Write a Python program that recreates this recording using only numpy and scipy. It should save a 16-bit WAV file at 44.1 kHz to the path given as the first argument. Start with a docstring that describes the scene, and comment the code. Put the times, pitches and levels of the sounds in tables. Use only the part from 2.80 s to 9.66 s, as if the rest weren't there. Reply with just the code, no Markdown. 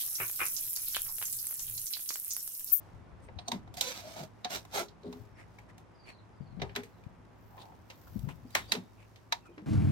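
"""A small room, close to a door: a metal panic bar is being fitted. Its parts click, scrape, squeal and
snap home, ringing the hollow bar, the latch spring and the steel rail. The bar knocks dully on the door;
palms rasp, a sleeve hisses, and the handling bumps and rumbles. The room answers briefly.
Behind lie outdoor air, the low hum of a distant machine and a faint bird."""
import sys
import numpy as np
from scipy import signal
from scipy.fft import rfft, irfft, next_fast_len
from scipy.io import wavfile
from scipy.ndimage import uniform_filter1d, map_coordinates

SR = 44100
rng = np.random.default_rng(int(sys.argv[2]) if len(sys.argv) > 2 else 0)


def waveform_to_disk(signal):
    """Save audio, clipped to [-1, 1], as 16-bit WAV at the path in sys.argv[1]."""
    frames = np.transpose(np.atleast_2d(signal))
    scaled = np.clip(frames, -1, 1) * 32767
    samples = np.round(scaled).astype(np.int16)
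    wavfile.write(sys.argv[1], SR, samples)


N = 302526
TOP_HZ = 16200


def amp(db):
    """Decibels to gain."""
    return 10 ** (np.asarray(db) / 20)


def unit(x):
    """Scale to rms 1."""
    return x / np.sqrt(np.mean(x ** 2) + 1e-20)


def along(points, hz):
    """Interpolate (f, value) points on a log frequency axis."""
    f, values = np.transpose(points)
    return np.interp(np.log(hz + 1), np.log(f + 1), values)


def timeline(points):
    """Interpolate (t, value) points at every sample."""
    return np.interp(np.arange(N) / SR, *np.transpose(points))


def wobble(rate_hz, size=N):
    """Smooth random curve through rate_hz knots a second."""
    knots = rng.standard_normal(int(size * rate_hz / SR) + 4)
    return map_coordinates(knots, [np.arange(size) * rate_hz / SR])


def filtered(x, response):
    """Apply a frequency response."""
    n = x.shape[-1]
    padded = next_fast_len(n + 8192)
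    return irfft(rfft(x, padded) * response(np.fft.rfftfreq(padded, 1 / SR)), padded)[..., :n]


def coloured(x, spectrum):
    """Apply an (f/Hz, gain/dB) curve."""
    return filtered(x, lambda hz: amp(along(spectrum, hz)))


def noise(size, alike):
    """Stereo white noise; alike is the left-right correlation."""
    return np.sqrt(alike) * rng.standard_normal(size) + np.sqrt(1 - alike) * rng.standard_normal((2, size))


def panned(db):
    """Constant-power gains, left db above right."""
    gains = amp(np.array([db, -db]) / 2).reshape(2, -1)
    return gains / np.sqrt(np.mean(gains ** 2, axis=0))


def add(track, s, sound):
    """Mix a sound in from time s."""
    start = max(round(s * SR), 0)
    part = sound[..., :max(N - start, 0)]
    track[..., start:start + part.shape[-1]] += part


def resonance(hz, centre, width):
    """Magnitude of one resonance."""
    return 1 / np.sqrt(1 + (2 * (hz - centre) / width) ** 2)


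def ringing(modes, t, blur_rad):
    """Decaying modes; the hand's grip blurs their pitch."""
    return sum(amp(db - 60 * t / t60) * np.sin(2 * np.pi * hz * t + blur_rad * wobble(110, len(t)))
               for hz, db, t60 in modes)


def grit(size, rate_hz, spread_db, life_s=0.0012):
    """Gain near 1 that jumps briefly at each tiny snag."""
    snagged = rng.random(size) < rate_hz / SR
    strength = np.minimum(rng.exponential(size=size), 3)
    snags = snagged * (amp(spread_db * strength) - 1)
    return unit(1 + signal.lfilter([1], [1, -np.exp(-1 / (life_s * SR))], snags))


def reverb(x, t60_curve):
    """Diffuse echoes; each frequency dies at its own rate."""
    hz, t, spectra = signal.stft(rng.standard_normal((2, SR // 2)), SR, nperseg=256)
    tail = signal.istft(spectra * amp(-60 * t / along(t60_curve, hz)[:, None]), SR, nperseg=256)[1]
    delayed = np.pad(tail / np.linalg.norm(tail[0]), ((0, 0), (200, 0)))
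    return signal.fftconvolve(x, delayed, axes=1)[:, :N]


# air spectrum: f/Hz, level/dB
AIR_SPECTRUM = [(12, -71.5), (20, -17), (44, -16.5), (101, 1.5), (130, -8), (163, -2.5), (293, -9.5),
                (377, -9), (410, -12.5), (976, -13.5), (1090, -16), (2200, -25.5), (10500, -55.5),
                (12800, -74), (16000, -84)]
# air envelope: t/s, relative level/dB
AIR_ENVELOPE = [(0.0, -61.5), (1.4, -63.5), (5.0, -63.5), (6.86, -66.5)]
def outdoor_air():
    """A low, nearly steady wash of noise."""
    wash = unit(coloured(noise(N, alike=0.27), AIR_SPECTRUM))
    return wash * amp(timeline(AIR_ENVELOPE) + 6 + 0.2 * wobble(8))


# hum tones: f/Hz, level/dB
HUM_TONES = [(57, -68), (109, -61)]
def machine_hum():
    """A distant machine wavers in level and phase."""
    t = np.arange(N) / SR
    return sum(amp(db + 3.3 * wobble(5)) * np.sin(2 * np.pi * hz * t + 0.97 * wobble(5.1))
               for hz, db in HUM_TONES)


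# runs of chirps: t/s, length/s, first f/Hz, relative crest level/dB
BIRD_RUNS = [(2.499, 0.12, 5670, -70), (2.66, .09, 3920, -78), (3.138, 0.277, 5020, -55.5),
             (3.514, 0.28, 5120, -68), (4.08, 0.14, 4300, -74), (6.612, 0.11, 2700, -63),
             (6.718, 0.049, 3140, -69.5)]
def bird(step_s=0.047, note_s=0.03, fall_hz_per_s=4000, crest_share=0.49, fade_db_per_s=103):
    """Short down-curling chirps; each run falls in pitch as it swells and fades."""
    out, u = np.zeros(N), np.linspace(0, 1, round(note_s * SR))
    arch = 1 - 0.42 * (u - 0.35) ** 2
    for s, length_s, first_hz, db in BIRD_RUNS:
        for since in step_s * np.arange(round(length_s / step_s)):
            pitch_hz = (first_hz - fall_hz_per_s * since) * arch * (1 + 0.012 * wobble(373, len(u)))
            level = amp(db - fade_db_per_s * abs(since - crest_share * length_s))
            envelope = level * np.sin(np.pi * u) * amp(2.7 * wobble(202, len(u)))
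            add(out, s + since, envelope * np.sin(2 * np.pi * np.cumsum(pitch_hz) / SR))
    return out


# outdoor echo decay: f/Hz, t60/s
YARD_DECAY = [(1000, 0.3), (5000, 0.23), (12000, 0.18)]
def yard(song):
    """The song arrives directly and, a little louder, off the walls outside."""
    return amp(-3.5) * song + amp(-2.5) * reverb(song[None], YARD_DECAY)


# rumble spectrum: f/Hz, level/dB
RUMBLE_SPECTRUM = [(15, -24), (30, -27), (55, -11), (100, -12.5), (250, -25), (1000, -78.5)]
# rumble envelope: t/s, relative level/dB
RUMBLE_ENVELOPE = [(0.0, -59), (1.0, -53), (1.13, -68), (2.42, -63.5), (2.56, -51.5), (2.92, -72),
                   (3.5, -74), (3.83, -42.5), (4.1, -62), (5.14, -68.5), (5.42, -44.5), (5.56, -49.5),
                   (6.0, -67), (6.86, -79)]
def handling_rumble():
    """Handling makes an uneven low noise, left of centre."""
    rumble = unit(coloured(noise(N, alike=0.55) * amp(4.5 * wobble(6)), RUMBLE_SPECTRUM))
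    return amp(timeline(RUMBLE_ENVELOPE) - 0.5) * panned(4.4) * rumble


# cloth spectrum: f/Hz, level/dB
CLOTH_SPECTRUM = [(1500, -4.5), (5500, 3), (10000, -7), (13000, -0.5), (16000, -5.5)]
# sleeve sweeps: t/s, level/dB, half length/s, fizz gain/dB
SLEEVE_SWEEPS = [(0.034, -77, 0.13, -3), (1.248, -64.5, 0.081, -4.5), (1.8, -72, 0.2, -1),
                 (2.378, -73, 0.092, 5.5), (2.762, -77.5, 0.08, -1), (4.085, -84.5, 0.19, 9),
                 (4.754, -85.5, 0.13, 20.5), (5.318, -72.5, 0.18, 13), (5.784, -67, 0.074, 3.5),
                 (5.905, -78.5, 1, 2.5)]
def sleeve(fizz_above_hz=12000, floor_db=-79.5):
    """Snagging cloth hisses faintly throughout and swells with each sweep."""
    t = np.arange(N) / SR
    friction = noise(N, alike=0.2) * amp(2 * wobble(300)) * grit(N, rate_hz=45, spread_db=3.5)
    hiss = unit(coloured(friction, CLOTH_SPECTRUM))
    cloth = filtered(hiss, lambda hz: 1 / (1 + (hz / fizz_above_hz) ** 30))
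    fizz = hiss - cloth
    sweeps = sum(amp(db) * np.exp(-((t - s) / half_s) ** 2) * (cloth + amp(fizz_db) * fizz)
                 for s, db, half_s, fizz_db in SLEEVE_SWEEPS)
    return amp(floor_db) * cloth + sweeps


# friction spectrum: f/Hz, level/dB
FRICTION_SPECTRUM = [(200, 8.5), (800, 4.5), (1500, -5), (4500, -8), (9000, -10.5), (16000, -26.5)]
def brush(s, db, half_s, pitch_hz, width_hz):
    """One swell of uneven friction through a resonance; the narrower, the more it stands out."""
    out, t = np.zeros((2, N)), np.arange(-SR // 8, SR // 8) / SR
    friction = noise(len(t), alike=0.1) * amp(2.7 * wobble(396.4, len(t)))
    peak = lambda hz: 1 + 200 / np.sqrt(width_hz) * resonance(hz, pitch_hz, 1.3 * width_hz) ** 2
    rasp = unit(filtered(friction, lambda hz: amp(along(FRICTION_SPECTRUM, hz)) * peak(hz)))
    add(out, s + t[0], amp(db) * np.exp(-(t / half_s) ** 2) * rasp)
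    return out


# broad rasps: t/s, level/dB, half length/s, f/Hz
RASPS = [(0.444, -74, .022, 13200), (0.44, -75, 0.014, 6000), (0.44, -70, 0.013, 8400),
         (2.267, -64, 0.039, 3970), (2.606, -55, 0.036, 2050), (2.901, -59, 0.016, 1860),
         (3.293, -52, 0.032, 2320), (3.86, -54.5, 0.06, 813), (4.816, -52.5, 0.02, 3720),
         (4.833, -55, 0.12, 850), (5.278, -56.5, .01, 1360), (5.505, -54, 0.02, 2740),
         (5.855, -60, 0.093, 3600), (5.948, -61, 0.01, 2280), (6.215, -61.5, 0.035, 2470)]
def rasps(width_share=0.24):
    """Broad friction bands: at 0.44 s a short squeak's high, hissy overtones; later, palms on the bar."""
    return sum(brush(s, db, half_s, hz, width_share * hz) for s, db, half_s, hz in RASPS)


# squeaks: t/s, level/dB, half length/s, f/Hz, octave gain/dB
PART_SQUEAKS = [(0.448, -66, 0.024, 8570, -31), (0.607, -65, 0.023, 4250, -11),
                (0.675, -59, 0.015, 4300, -18), (1.765, -48, 0.017, 2250, -12),
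                (1.992, -45.5, 0.046, 1360, -19), (5.682, -70, 0.009, 4900, -23),
                (5.734, -61, .012, 4750, -25), (5.903, -53, 0.018, 4640, -26),
                (5.941, -46.5, 0.014, 4800, -24.5), (6.664, -57.5, 0.015, 1340, -13)]
def squeaks(width_hz=126):
    """Shifting parts squeak in a narrow band and its octave."""
    return sum(brush(s, db, half_s, hz, width_hz) + brush(s, db + octave_db, half_s, 2 * hz, 2 * width_hz)
               for s, db, half_s, hz, octave_db in PART_SQUEAKS)


# soft bumps by the left microphone: t/s, level/dB, f/Hz, t60/s
HANDLING_BUMPS = [(0.131, -41.5, 54.6, .14), (0.32, -44, 63.6, 0.087), (0.559, -35, 83.5, 0.061),
                  (2.397, -39, 111.3, 0.097), (3.6, -30, 135.6, 0.084), (3.723, -36.5, 127, 0.1),
                  (3.768, -35.5, 176.7, 0.26), (3.815, -34.5, 133.4, 0.11), (3.825, -42, 58, .3),
                  (4.264, -34, 124.5, 0.024), (5.353, -29, 201, 0.063), (5.362, -35.5, 107, 0.1),
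                  (5.432, -32, 124, 0.12), (5.461, -30, 139.4, 0.087), (5.464, -39, 268.5, 0.15)]
# bar against door: t/s, level/dB, f/Hz, t60/s
DOOR_KNOCKS = [(0.681, -42.5, 244, 0.16), (0.722, -35, 239.5, 0.2), (0.742, -33, 187, 0.071),
               (1.4, -43.5, 152, 0.38), (1.648, -42, 235, 0.075), (1.945, -41, 407, 0.34),
               (2.0, -39, 354, 0.14), (2.237, -41.5, 412.4, 0.47), (2.256, -36.5, 254, 0.21),
               (2.265, -42.5, 180, .2), (2.329, -45, 257.3, 0.3), (3.816, -40.5, 395, 0.27),
               (3.961, -37.5, 407.5, 0.19), (3.972, -36.5, 239, 0.1), (5.645, -42, 248, 0.09),
               (5.765, -50, 199, .25), (5.922, -42.5, 215, .08), (5.937, -40, 436, 0.13),
               (5.96, -34.5, 246.7, 0.12), (5.972, -39, 185.6, 0.19), (6.683, -49.5, 345, 0.22),
               (6.772, -44, 307, 0.26), (6.812, -43, 207, .2)]
def thuds(blows, swell_s, pan_db):
    """Soft blows swell and die: one main mode among damped neighbours."""
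    out, t = np.zeros((2, N)), np.arange(SR // 3) / SR
    for s, db, pitch_hz, t60 in blows:
        push = (1 - np.exp(-(t / swell_s) ** 2)) * amp(-60 * t / t60)
        band = lambda hz: resonance(hz, pitch_hz, 0.9 * pitch_hz) ** 2 * hz / (hz + pitch_hz)
        neighbours = unit(filtered(noise(len(t), alike=0.93), band))
        body = amp(-1.5) * np.sin(2 * np.pi * pitch_hz * t) + amp(-8.5) * neighbours
        add(out, s, amp(db) * panned(pan_db) * push / push.max() * body)
    return out


# latch spring modes: f/Hz, level/dB, t60/s
SPRING_MODES = [(4440, -2, 0.021), (6250, -2, 0.036), (8200, -12, 0.037), (8730, -18, 0.032),
                (11800, -28, .04), (15230, -16, .025)]
# flicks of the spring: t/s, level/dB
SPRING_FLICKS = [(0.681, -28), (0.7168, -36.5)]
# long modes of the rail: f/Hz, level/dB, t60/s
RAIL_MODES = [(3540, -6, .34), (3750, -5, 0.44), (3870, -6, .3), (5480, -9.5, 0.2)]
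# hard blows that ring the rail: t/s, level/dB
RAIL_HITS = [(1.647, -63), (3.961, -68), (5.752, -47), (5.921, -53.5), (6.524, -70)]
def struck_steel(modes, blows, blur_rad, attack_s):
    """A steel part rings on after each blow."""
    out, t = np.zeros((2, N)), np.arange(SR // 3) / SR
    for s, db in blows:
        add(out, s, amp(db) * (1 - np.exp(-t / attack_s)) * ringing(modes, t, blur_rad))
    return out


# squeal harmonic envelope: f/Hz, level/dB
SQUEAL_SPECTRUM = [(500, 0.5), (1000, -2), (1500, -10.5), (2000, -15), (2500, -5), (3000, -15), (3500, -8),
                   (4000, -1), (4500, -8.5), (6000, -3.5), (8000, -16.5)]
def squeal(centre_s=1.08, half_s=0.039, slip_hz=499, db=-46.5, jitter=0.0036, pan_db=-4):
    """The tightest slide sticks and slips: a brief stack of harmonics, each fluttering by itself."""
    out, t = np.zeros((2, N)), np.arange(-SR // 8, SR // 8) / SR
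    phase = 2 * np.pi * np.cumsum(slip_hz * (1 + jitter * wobble(150, len(t)))) / SR
    tone = sum(amp(along(SQUEAL_SPECTRUM, k * slip_hz) + 2.5 * wobble(60.4, len(t))) * np.sin(k * phase)
               for k in range(1, 17))
    add(out, centre_s + t[0], amp(db) * panned(pan_db) * np.exp(-(t / half_s) ** 2) * tone)
    return out


# hollow bar modes: f/Hz, width/Hz, relative level/dB
BAR_MODES = [(533, 17, -7.5), (725, 26, -6), (938, 45, -11), (1170, 40, -9), (1348, 70, -11),
             (1720, 89, -7), (2096, 90, -9.5), (2354, 230, -4.5), (3150, 95, -12.5), (3650, 140, -13.5),
             (3900, 220, -6), (4560, 110, -21.5), (5100, 65, -18), (6060, 400, -5.5), (6680, 160, -12),
             (8600, 480, -13)]
def bar_colour(hz, lift_db):
    """The bar's resonances stand out of whatever excites it; the table's dB count half."""
    return np.sqrt(1 + sum((amp(lift_db + db / 2) * resonance(hz, centre, width)) ** 2
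                           for centre, width, db in BAR_MODES))


def moving_contact(x, depth_db):
    """Resonances come and go as the point of contact moves."""
    spectra = signal.stft(x, nperseg=1024)[2]
    patches = uniform_filter1d(rng.standard_normal(spectra.shape[1:]), size=3, axis=0)
    patches = uniform_filter1d(patches, size=6, axis=1)
    return signal.istft(spectra * amp(depth_db * unit(patches)), nperseg=1024)[1][:, :x.shape[-1]]


# scrape spectrum: f/Hz, level/dB
SCRAPE_SPECTRUM = [(40, -43), (120, -16), (200, -9.5), (448, -16.5), (722, -13), (1000, -16), (1150, -21.5),
                   (1370, -12.5), (1810, -18.5), (2090, -13.5), (2960, -15.5), (4040, -13.5), (6000, -15.5),
                   (10500, -27), (12600, -21), (16000, -31.5)]
# strokes: full force t/s, rise/s, hold/s, level/dB, relative clank/dB, body/dB,
# hollow note f/Hz, note width/Hz, relative note level/dB
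STROKES = [(0.97, 0.012, 0.022, -46, -15, 2, 730, 120, -3.5),
           (1.03, 0.049, 0.091, -42.5, -17, -3.5, 526, 70, -10.5),
           (1.075, 0.077, 0.0073, -43, -17, 0, 1000, 120, -15),
           (1.15, 0.11, 0.056, -48, -12.5, -2, 690, 120, -16),
           (1.245, 0.12, 0.034, -55.5, -6, 0, 651, 90, 7.5), (1.29, 0.14, 0.11, -54, -10, -3, 640, 90, -5),
           (1.368, 0.05, 0.064, -53, -1, -1, 704, 140, 1.5),
           (1.706, 0.039, 0.058, -41, -11, -2.5, 685, 170, -5),
           (1.951, 0.085, 0.048, -36, -7.5, -11.5, 730, 330, -2)]
def slides(release_s=0.14, split_hz=1300, pan_db=-4):
    """Tiny catches of metal on metal excite the bar; each stroke has its own hollow note."""
    out, t = np.zeros((2, N)), np.arange(-SR // 8, SR // 3) / SR
    n = len(t)
    for s, rise_s, hold_s, db, clank_db, body_db, note_hz, width_hz, note_db in STROKES:
        force = amp(db + np.interp(t, [-rise_s, 0, hold_s, hold_s + release_s], [-60, 0, 0, -60]))
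        grip = amp(1.9 * wobble(900, n) + wobble(69.6, n))
        catches = noise(n, alike=0.28) * grip * grit(n, rate_hz=110, spread_db=2.5)
        catches = moving_contact(catches, depth_db=3)
        metal = filtered(catches, lambda hz: amp(along(SCRAPE_SPECTRUM, hz)) * bar_colour(hz, lift_db=2))
        low = filtered(metal, lambda hz: 1 / (1 + (hz / split_hz) ** 6))
        note = unit(filtered(noise(n, alike=0.94), lambda hz: resonance(hz, note_hz, width_hz) ** 2))
        clank = unit(coloured(low, [(250, body_db), (600, 0)]))
        scrape = amp(1) * panned(pan_db) * unit(metal - low)
        add(out, s + t[0], force * (scrape + amp(clank_db + 6) * clank + amp(note_db) * note))
    return out


# crack spectrum: f/Hz, level/dB
CRACK_SPECTRUM = [(35, -58.5), (100, -22), (350, -7.5), (520, -6.5), (750, 0), (1300, -2.5), (2000, 5.5),
                  (3000, 2.5), (4000, 2), (6000, -2.5), (10500, -16.5), (13500, -12), (16000, -22)]
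# case rattle colour against the crack: f/Hz, gain/dB
CASE_COLOUR = [(700, 1), (970, 1), (1700, -6), (3700, -12.5), (6400, -14), (15000, -19.5)]
# metal contacts: t/s, relative level/dB, crack t60/s, body/dB, clank/dB, bite/dB, sizzle/dB,
# rattle/dB, strongest ring f/Hz, hollow note f/Hz, note level/dB
CONTACTS = [(0.4845, -45.5, 0.038, 17, 18, 7, -21, -3.5, 2230, 509, -49),
            (0.587, -33, 0.041, -1, 1, -8, -25.5, -14.5, 3940, 711, -41.5),
            (0.677, -38, 0.026, 8, 16, -11, 3.5, -16, 4420, 714, -40),
            (0.6815, -26.5, 0.033, 6, 11, -24, 1, -12.5, 4420, 710, -39),
            (0.7167, -22, 0.029, -2, 3, -6.5, 5.5, -11.5, 3870, 942, -34.5),
            (0.8744, -46.5, 0.042, 25, 15, -2.5, -4.5, -6, 1200, 720, -51),
            (0.9396, -41, 0.028, 1, -4, -13, 13, -6.5, 4600, 702, -50),
            (0.971, -35.5, .025, -4, -4, -8.5, 14.5, -13, 4300, 694, -49),
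            (1.0092, -13, 0.032, -10, -13, -19, 9.5, -15, 3500, 520, -41),
            (1.186, -39, .025, -6, -6, -4, 8.5, -14.5, 5200, 690, -53),
            (1.435, -40.5, 0.017, -4.5, -4, -15, 15.5, -21, 4580, 635, -41.5),
            (1.6455, -21, 0.035, -4, -1.5, -8.5, -6, -17.5, 4220, 1140, -49),
            (1.652, -35.5, 0.035, 17, 18, 16, 0, -6, 710, 721, -29),
            (1.8504, -40.5, 0.029, 8, 10, -1, 12, -30, 1470, 747, -61),
            (2.0825, -45.5, 0.042, -20, -23.5, -24, -6, -12, 4400, 433, -63),
            (2.232, -50.5, 0.028, 5, 5, -3, -1, -10, 3970, 440, -52),
            (2.3258, -39, 0.038, 7, 10, -1, 5.5, -8.5, 3970, 450, -61),
            (2.785, -43.5, 0.048, 4, 5, 7, 7.5, -10.5, 2150, 826, -53.5),
            (2.9796, -46.5, 0.022, -8, -15, -6, 13, -15, 1760, 750, -55),
            (3.7965, -41.5, 0.044, 6, 6, 1, -29, -6, 3200, 527, -51.5),
            (3.8168, -24, 0.046, 19, 9.5, 4, -7.5, -8.5, 3840, 723, -36),
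            (3.8934, -42.5, 0.029, -10, -10, 7, -32, -8.5, 2900, 540, -54),
            (3.952, -31.5, 0.027, -3, 2, -1.5, -4, -13, 3660, 720, -48),
            (3.9603, -19.5, 0.029, 5, 0.5, 3, 5, -13.5, 3360, 1027, -42.5),
            (4.0324, -43, 0.042, -15, -19, -1, 11, -6.5, 2070, 461, -45.5),
            (4.236, -52.5, 0.036, 0, 2, -1.5, 2.5, -12.5, 2290, 725, -63.5),
            (4.7778, -43.5, 0.043, 12, 15, 3, -15, -14, 2300, 1027, -44),
            (4.853, -52, .03, 0, 2, 2, 11, -16, 4500, 726, -64),
            (4.921, -50.5, 0.027, 10, 19, 7, -10, -13, 1350, 720, -55),
            (5.0989, -39.5, 0.058, -4, -3, -3.5, 1, -6.5, 2660, 533, -52),
            (5.391, -44.5, 0.024, -13, -13, -6, 21, -18, 4540, 690, -63),
            (5.487, -41.5, 0.036, 6, 8.5, 4, 10, -2.5, 2020, 1020, -45),
            (5.705, -48, .025, -8, -8, -6, 16, -13, 4400, 714, -65),
            (5.7506, -9, 0.022, -0.5, 0, 1, 9, -13.5, 1640, 1172, -33),
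            (5.919, -11, 0.03, -7, -6.5, -3.5, 6.5, -17.5, 4200, 1350, -36),
            (5.951, -25.5, 0.033, 13, 10.5, -6, -6, -11, 2420, 447, -48),
            (6.3585, -47, 0.026, -16, -16.5, -3, 4.5, -9.5, 3270, 747, -60.5),
            (6.523, -13.5, 0.031, -16, 7.5, 0, 1, -25, 3760, 943, -30),
            (6.5275, -29, 0.056, 1, 13, 2, -8, -15, 5100, 724, -38.5),
            (6.7784, -40.5, 0.028, 5, 9, 6, -15, -7.5, 2200, 396, -46)]
def clicks(rise_share=0.044, lead_s=0.02, graze_db=-24, graze_t60_s=0.018,
           rattle_t60_s=0.17, hollow_t60_s=0.11, pan_db=-0.5):
    """Parts graze, then meet in a crack of many short modes; the case rattles, the tube rings hollow."""
    out, t = np.zeros((2, N)), np.arange(SR // 3) / SR - lead_s
    since = np.maximum(t, 0)
    graze = amp(graze_db - 60 * abs(t) / graze_t60_s)
    for (s, db, crack_t60_s, body_db, clank_db, bite_db, sizzle_db,
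         rattle_db, ring_hz, hollow_hz, hollow_db) in CONTACTS:
        attack = 1 - np.exp(-(since / (rise_share * crack_t60_s)) ** 2)
        tilt = [(350, body_db), (700, clank_db), (1000, clank_db), (1800, bite_db),
                (3800, 0), (5000, 0), (10000, sizzle_db)]
        # each point of contact favours its own modes
        spot = np.column_stack([np.linspace(0, TOP_HZ, 120), 1.5 * rng.standard_normal(120)])
        colour = lambda hz: amp(along(CRACK_SPECTRUM, hz) + along(tilt, hz) + along(spot, hz))
        ring = lambda hz: (1 + 1.8 * resonance(hz, ring_hz, 450)) * bar_colour(hz, lift_db=7.5)
        shell = lambda hz: amp(along(CASE_COLOUR, hz)) * bar_colour(hz, lift_db=-8.5)
        metal = unit(filtered(noise(len(t), alike=0.41), lambda hz: colour(hz) * ring(hz)))
        case = unit(filtered(noise(len(t), alike=0.46), lambda hz: colour(hz) * shell(hz)))
        crack = metal * (graze + attack * amp(-60 * since / crack_t60_s))
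        rattle = case * attack * amp(rattle_db - 60 * since / rattle_t60_s)
        hollow = attack * ringing([(hollow_hz, hollow_db, hollow_t60_s)], since, blur_rad=0.38)
        add(out, s - lead_s, amp(db - 3.5) * panned(pan_db) * (crack + rattle) + hollow)
    return out


# shading of the microphones by their housing: f/Hz, left minus right/dB
HOUSING_SHADE = [(300, 2.5), (600, -1.5), (1100, 2.5), (2200, 4), (4000, -7.5), (13000, -5.5)]
# room decay: f/Hz, t60/s
ROOM_DECAY = [(100, 0.8), (700, 0.1), (4000, 0.15), (14000, 0.2)]
def scene(left_lead_s=0.0002364):
    """The work is a little to the left, so it reaches that microphone first."""
    knocks = thuds(DOOR_KNOCKS, swell_s=0.0089, pan_db=1.5)
    bumps = thuds(HANDLING_BUMPS, swell_s=0.0078, pan_db=23)
    spring = struck_steel(SPRING_MODES, SPRING_FLICKS, blur_rad=1.8, attack_s=0.0008)
    rail = struck_steel(RAIL_MODES, RAIL_HITS, blur_rad=1.5, attack_s=0.003)
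    impacts = filtered(clicks() + spring + rail, lambda hz: panned(along(HOUSING_SHADE, hz)))
    work = impacts + slides() + squeal() + knocks + bumps
    direct = filtered(work, lambda hz: np.exp(1j * np.pi * hz * left_lead_s * np.array([[1], [-1]])))
    song = bird()
    room = amp(-15.5) * reverb(work, ROOM_DECAY)
    birdsong = yard(song)
    handling = rasps() + squeaks() + sleeve() + handling_rumble()
    return outdoor_air() + machine_hum() + birdsong + handling + room + direct


def record(dry):
    """Nothing passes above the band limit."""
    return filtered(dry, lambda hz: hz < TOP_HZ)


dry = scene()
out = record(dry)
waveform_to_disk(out)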